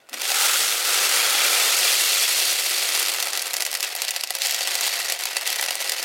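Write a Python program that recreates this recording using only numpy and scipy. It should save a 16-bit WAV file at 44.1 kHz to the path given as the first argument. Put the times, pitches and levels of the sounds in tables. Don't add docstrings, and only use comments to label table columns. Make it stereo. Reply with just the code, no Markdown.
import sys
import numpy as np
from scipy import signal
from scipy.fft import rfft, irfft
from scipy.io import wavfile
from scipy.ndimage import uniform_filter1d, map_coordinates

SR = 44100
rng = np.random.default_rng(int(sys.argv[2]) if len(sys.argv) > 2 else 0)


def output_pcm(signal):
    pcm = np.clip(np.atleast_2d(signal).T, -1, 1) * 32767
    wavfile.write(sys.argv[1], SR, np.round(pcm).astype(np.int16))


N = 266628
TIME = np.arange(N) / SR

# pitch_hz, gain_db
ROOM_TONE = [(25, -13), (140, 0), (600, 13), (2000, -12), (16000, -15)]
# pitch_hz, side_minus_mid_db
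STEREO_WIDTH = [(100, -39), (350, -17.5), (700, -11), (1300, -8), (2200, -5), (4000, -2), (8000, -2),
                (15000, 0)]
# pitch_hz, gain_db
TABLE_TONE = [(80, -46), (200, -26.5), (285, -13.5), (490, -1.5), (690, -6), (780, 0), (1060, -5.5),
              (1300, 6.5), (1800, 0.5), (2550, 1.5), (3500, 1.5), (4600, 0), (7800, 0), (16000, -8)]
HEAP_TONE = [(70, -51), (140, -37), (250, -28.5), (350, -10), (540, -7), (1050, -7), (1650, -2.5),
             (2200, 1), (4300, 3.5), (7000, 0.5), (13000, -3), (16000, -11.5)]
OVEN_TONE = [(100, -40), (270, -41), (380, -15), (540, -9), (800, -2.5), (1100, -6.5), (1650, 0),
             (2200, 3.5), (4500, 6.5), (7000, 2.5), (13000, -6), (16000, -12)]
# pitch_hz, width_hz, gain_db
SHELL_NOTES = [(358.5, 11.5, 1), (544, 39, 3), (710, 80, 1.5), (1966, 63, 1), (2667, 200, -6),
               (4630, 870, -11)]
TABLE_NOTES = [(762, 100, -1.5), (1440, 64, -1), (2580, 140, -2.5)]
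DOOR_NOTES = [(2370, 150, -0.5), (2776, 130, -5), (3440, 220, 0)]
# time_s, table_db, door_db
RING_LEVELS = [(.1, -65, -71), (.28, -46, -51), (.46, -30, -41), (.65, -51, -43), (1.0, -43, -34.5),
               (1.3, -46, -29.5), (1.55, -51, -28.5), (1.95, -60, -31.5), (2.25, -62, -33), (2.7, -70, -65)]
# start_s, level_db, extra_treble_db, extra_body_db
SINGLE_DROPS = [(0.089, -50, -3, 8), (0.0945, -44, 3, -18), (0.1306, -32.5, -7, -4),
                (0.1415, -29.5, -3, -11), (0.218, -26.5, 0.5, -11), (0.2535, -26, -3, -9),
                (0.302, -27, -4, -6), (0.3179, -22.5, -4, -7), (0.4115, -25, 0, -17), (2.7772, -32, 2, -14),
                (2.949, -20.5, -5, -11), (2.9961, -28, 8, -12), (3.027, -24.5, 3.5, -10),
                (3.0838, -24, 0, -10), (3.0989, -28.5, 4, -13), (3.138, -28, 3, -19),
                (3.1848, -29, -2, -1.5), (3.2016, -21.5, -5, -9), (3.2258, -21, -1.5, -9),
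                (3.2704, -26, -1, -2.5), (3.3321, -23.5, -6, -10), (3.352, -24, -10, -12),
                (3.3742, -23.5, 2, -8), (3.3942, -25, -6, -22), (3.4186, -31, 6, -21),
                (3.4227, -27, 1, -13), (3.457, -43, 10, -13), (3.4796, -35, 2, -10), (3.534, -31, 6, -9),
                (3.5396, -22.5, 1, -8), (3.5667, -23.5, -1, -14), (3.6054, -21.5, -2.5, -13),
                (3.622, -21, -2, -10.5), (3.6508, -23.5, -1, -25), (3.6638, -24.5, 1, -7),
                (3.7144, -31, 5, -22), (3.7283, -27.5, 0, -4.5), (3.74, -27, -1, -8),
                (3.7506, -20.5, -4, -12), (3.8057, -27, 3, -26), (3.828, -24.5, 2, -9),
                (3.8463, -29, 0, -2), (3.9512, -31, 7.5, -1.5), (3.9624, -32, 5, -7),
                (4.0191, -22, 1.5, -12), (4.0495, -28, -1, -15), (4.0815, -21.5, -10, -29),
                (4.0893, -24, -8, -27), (4.1075, -24, 2, -30), (4.1624, -23.5, -1, -10.5),
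                (4.2096, -25, -4, -16), (4.2365, -22, -2.5, -12), (4.273, -31, -1, -15),
                (4.3052, -24, 1, -3), (4.351, -25, 3, -8), (4.386, -34, 3, -8), (4.4107, -32, -5, -12),
                (4.419, -20.5, -4, -24), (4.4336, -30, -4, -15), (4.4604, -27, -3, -9),
                (4.4697, -24.5, 2, -18), (4.509, -23, 2, -27), (4.5228, -26, -3, -14),
                (4.5452, -22, -2, -27), (4.6074, -21.5, -8, -9), (4.6733, -22.5, -3, -9),
                (4.7532, -21.5, 0, -10), (4.8095, -22, 0, -7), (4.8703, -33, 9, -1), (4.8766, -31, 7, 2),
                (4.9549, -38, -8, -15), (5.099, -22.5, -2, -10), (5.122, -22, 1.5, -6.5),
                (5.1907, -34, 5, -18), (5.2089, -33, 5, -8), (5.2362, -25.5, -1, -12),
                (5.2547, -21.5, -2, -9), (5.2876, -39, -4, -14), (5.3675, -18.5, -4, -8),
                (5.4111, -31, -1, -11), (5.475, -22.5, 1.5, -10), (5.5019, -26, 3, -14),
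                (5.5215, -29, -3, -21), (5.559, -30, 7, -17), (5.5957, -28.5, -12, 3),
                (5.6115, -29, 8, -10), (5.626, -25.5, 3, 0), (5.6613, -29.5, 0, -1), (5.6843, -22, -17, -7),
                (5.707, -22.5, -0.5, -6.5), (5.754, -30, 7, -2), (5.8041, -31, -5, -15),
                (5.8163, -31.5, -1, -5), (5.8766, -29, -6, -16), (5.895, -21, -0.5, -22),
                (5.9196, -22.5, 1, -8), (6.0278, -27.5, 2, -8)]
# start_s, length_s, rise_db
BEAD_SLIDES = [(3.818, 0.027, 6.5), (4.01, 0.038, 3), (4.408, 0.11, 7), (4.818, 0.068, 6), (4.925, 0.2, 2),
               (5.45, 0.082, 4.5), (5.583, 0.054, 6), (5.788, 0.043, 2.5)]
# time_s, bead_click_db, panel_drum_db
STREAM_LEVELS = [(0.08, -63, -62), (0.15, -32, -36.5), (0.29, -23, -37), (0.33, -20.5, -34),
                 (0.42, -17.3, -31.5), (0.6, -17.5, -33), (0.79, -23, -35.5), (0.94, -19, -30),
                 (1.6, -18, -28), (2.05, -18, -32.5), (2.48, -19.5, -33.5), (2.65, -22, -34.5),
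                 (2.95, -21.5, -32), (3.48, -29.5, -37), (3.95, -31, -36.5), (4.33, -33.5, -40.5),
                 (4.65, -25, -33.5), (5.3, -31, -36), (6.04, -28.5, -34.5)]
# time_s, hits_per_s, place (0 table, 1 heap, 2 oven), left_minus_right_db
LANDINGS = [(.2, 596, 0.82, -2), (.45, 4540, 0.04, -2.5), (.8, 3680, 0.44, -2.5), (1.4, 5500, 0.49, -3),
            (1.95, 5040, 0.74, -3), (2.7, 2190, 0.91, 0.5), (3.4, 850, 0.75, 0.5), (4.3, 596, 1.7, 0.5),
            (4.6, 1108, 1.49, 0.5), (6.05, 848, 1.24, .4)]


def gain(db):
    return 10 ** (np.asarray(db) / 20)


def curves(table):
    times, *columns = np.transpose(table)
    return [np.interp(TIME, times, column) for column in columns]


def unit(x):
    return x / np.sqrt(np.mean(x ** 2))


def pan(db):
    return gain(np.array([db, -db]).reshape(2, -1) / 2)


def colour(x, points, size=2048):
    hz, db = np.transpose(points)
    log_hz = np.log(np.fft.rfftfreq(size, 1 / SR) + 1)
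    log_gain = np.log(gain(np.interp(log_hz, np.log(hz), db)))
    cepstrum = irfft(log_gain)[:size // 2]
    cepstrum[1:] *= 2
    response = irfft(np.exp(rfft(cepstrum, size)))
    return signal.fftconvolve(x, response[None], axes=1)[:, :x.shape[1]]


def split(x, hz):
    filters = [signal.butter(2, hz, kind, fs=SR, output="sos") for kind in ("low", "high")]
    return [signal.sosfilt(np.tile(sos, (2, 1)), x) for sos in filters]


def resonate(x, hz, width_hz):
    return signal.lfilter(*signal.iirpeak(hz, hz / width_hz, SR), x)


def stereo(mid_side):
    mid, side = mid_side[0], colour(mid_side[1:], STEREO_WIDTH)[0]
    return np.array([mid + side, mid - side])


def wander(rate_hz):
    return unit(signal.sosfilt(signal.butter(2, rate_hz, fs=SR, output="sos"), rng.standard_normal(N)))


def room_air(level_db=-62):
    return unit(colour(stereo(rng.standard_normal((2, N))), ROOM_TONE)) * gain(level_db)


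def door_bump(start_s=0.099, push_s=0.022, gain_db=-47):
    t = np.maximum(TIME - start_s, 0)
    swell = (t / push_s) ** 2 * np.exp(-t / push_s)
    return gain(gain_db) * swell * sum(np.sin(2 * np.pi * hz * t) for hz in (240, 285, 320))


def bead_click(snap_s=0.0078, rattle_s=0.048, tail_s=0.13, ping_s=0.036,
               rattle_db=-6, tail_db=-21, ping_db=-11):
    t = np.arange(3072) / SR
    stages = [(0, snap_s), (rattle_db, rattle_s), (tail_db, tail_s)]
    power = sum(gain(db - 60 * t / fade_s) ** 2 for db, fade_s in stages)
    noise = rng.standard_normal((2, len(t))) * np.sqrt(power)
    ping_hz = np.exp(rng.uniform(np.log(1800), np.log(15000), (6, 1)))
    weight = np.sqrt(ping_hz / ping_hz.mean())
    pings = weight * np.sin(2 * np.pi * ping_hz * t) * gain(ping_db - 60 * t / ping_s)
    burst = noise + rng.choice([-1, 1], (2, len(pings))) @ pings
    return stereo(burst / np.sqrt(np.sum(burst ** 2)))


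def oven_shell(hits, ring_db=0):
    ring = sum(gain(db) * resonate(hits.mean(0), hz, width_hz) for hz, width_hz, db in SHELL_NOTES)
    return hits + gain(ring_db) * ring


def plate_ring(hits, notes, drift=0.01454, swell_db=0.8, wander_hz=5):
    out = 0
    for hz, width_hz, db in notes:
        ring = resonate(resonate(hits, hz, 2 * width_hz), hz, width_hz)
        clock = np.cumsum(1 + drift * wander(wander_hz))
        clock -= uniform_filter1d(clock - np.arange(N), SR // 2)
        bent = np.array([map_coordinates(side, [clock], order=1, mode="mirror") for side in ring])
        out = out + unit(bent) * gain(db + swell_db * wander(wander_hz))
    return unit(out)


def single_drops(gain_db=-0.3, body_trim_db=-3, scatter_db=1.0, heavy_db=-24):
    out = np.zeros((2, N + SR))
    attack = int(0.008 * SR)
    for start_s, level_db, treble_db, body_db in SINGLE_DROPS:
        rattle_db = -6 + np.clip(level_db - heavy_db, -10, 0)
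        strike = bead_click(snap_s=0.012, rattle_s=0.032, rattle_db=rattle_db, tail_db=-23, ping_db=-22)
        body, upper = split(colour(oven_shell(strike, ring_db=3.5), OVEN_TONE), hz=1360)
        middle, treble = split(upper, hz=8900)
        bands = [(body, body_db + body_trim_db), (middle, 0), (treble, treble_db)]
        drop = sum(band * gain(db) / np.std(band[:, :attack]) for band, db in bands)
        drop *= gain(level_db + gain_db) * pan(scatter_db * rng.standard_normal())
        start = int(start_s * SR)
        out[:, start:start + drop.shape[1]] += drop
    _, _, pan_db = curves(LANDINGS)
    return out[:, :N] * pan(pan_db)


def slide_rise_db(attack_s=0.0075, settle_s=0.021):
    rise_db = 0
    for start_s, length_s, db in BEAD_SLIDES:
        loosen = np.clip((TIME - start_s) / attack_s, 0, 1)
        settle = np.exp(-np.maximum(TIME - start_s - length_s, 0) / settle_s)
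        rise_db += db * loosen * settle
    return rise_db


def bead_hits(hits_per_s, force_db=5, hardness_db=3.0, spread_db=4, spot_count=170):
    forces = np.linspace(-1, 2.2, spot_count)
    spots = []
    for force in forces:
        click = colour(bead_click(), [(3000, 0.0039), (12000, hardness_db * (force - 1))])
        spots.append(click * gain(force_db * force) * pan(spread_db * rng.uniform(-0.71, 1)))
    odds = np.exp(-forces ** 2 / 2)
    starts = np.flatnonzero(rng.random(N) < hits_per_s / SR)
    picks = rng.choice(spot_count, N, p=odds / odds.sum())[starts]
    signs = rng.choice([-1, 1], N)[starts]
    out = np.zeros((2, N + SR))
    for start, pick, sign in zip(starts, picks, signs):
        out[:, start:start + spots[pick].shape[1]] += sign * spots[pick]
    return out[:, :N] / np.sqrt(hits_per_s)


def bead_stream(slide_drum_share=0.5):
    click_db, drum_db = curves(STREAM_LEVELS)
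    hits_per_s, place, pan_db = curves(LANDINGS)
    table_db, door_db = curves(RING_LEVELS)
    slide_db = slide_rise_db()
    hits = bead_hits(hits_per_s)
    on_table = colour(hits, TABLE_TONE)
    on_heap = colour(oven_shell(hits, ring_db=-3), HEAP_TONE)
    in_oven = colour(oven_shell(hits), OVEN_TONE)
    blend = sum(unit(surface) * np.maximum(1 - abs(place - k), 0)
                for k, surface in enumerate([on_table, on_heap, in_oven]))
    panels, beads = split(blend, hz=1830)
    drumming = unit(panels) * gain(drum_db + slide_drum_share * slide_db)
    clicking = unit(beads) * gain(click_db + slide_db)
    table_ring = plate_ring(hits, TABLE_NOTES) * gain(table_db)
    door_ring = plate_ring(hits, DOOR_NOTES) * gain(door_db)
    return drumming + (clicking + table_ring + door_ring) * pan(pan_db)


def scene():
    return door_bump() + bead_stream() + single_drops() + room_air()


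def record(dry):
    treble_cut = signal.ellip(10, 0.2, 70, 16050, fs=SR, output="sos")
    return signal.sosfilt(treble_cut, np.tanh(dry))


dry = scene()
out = record(dry)
output_pcm(out)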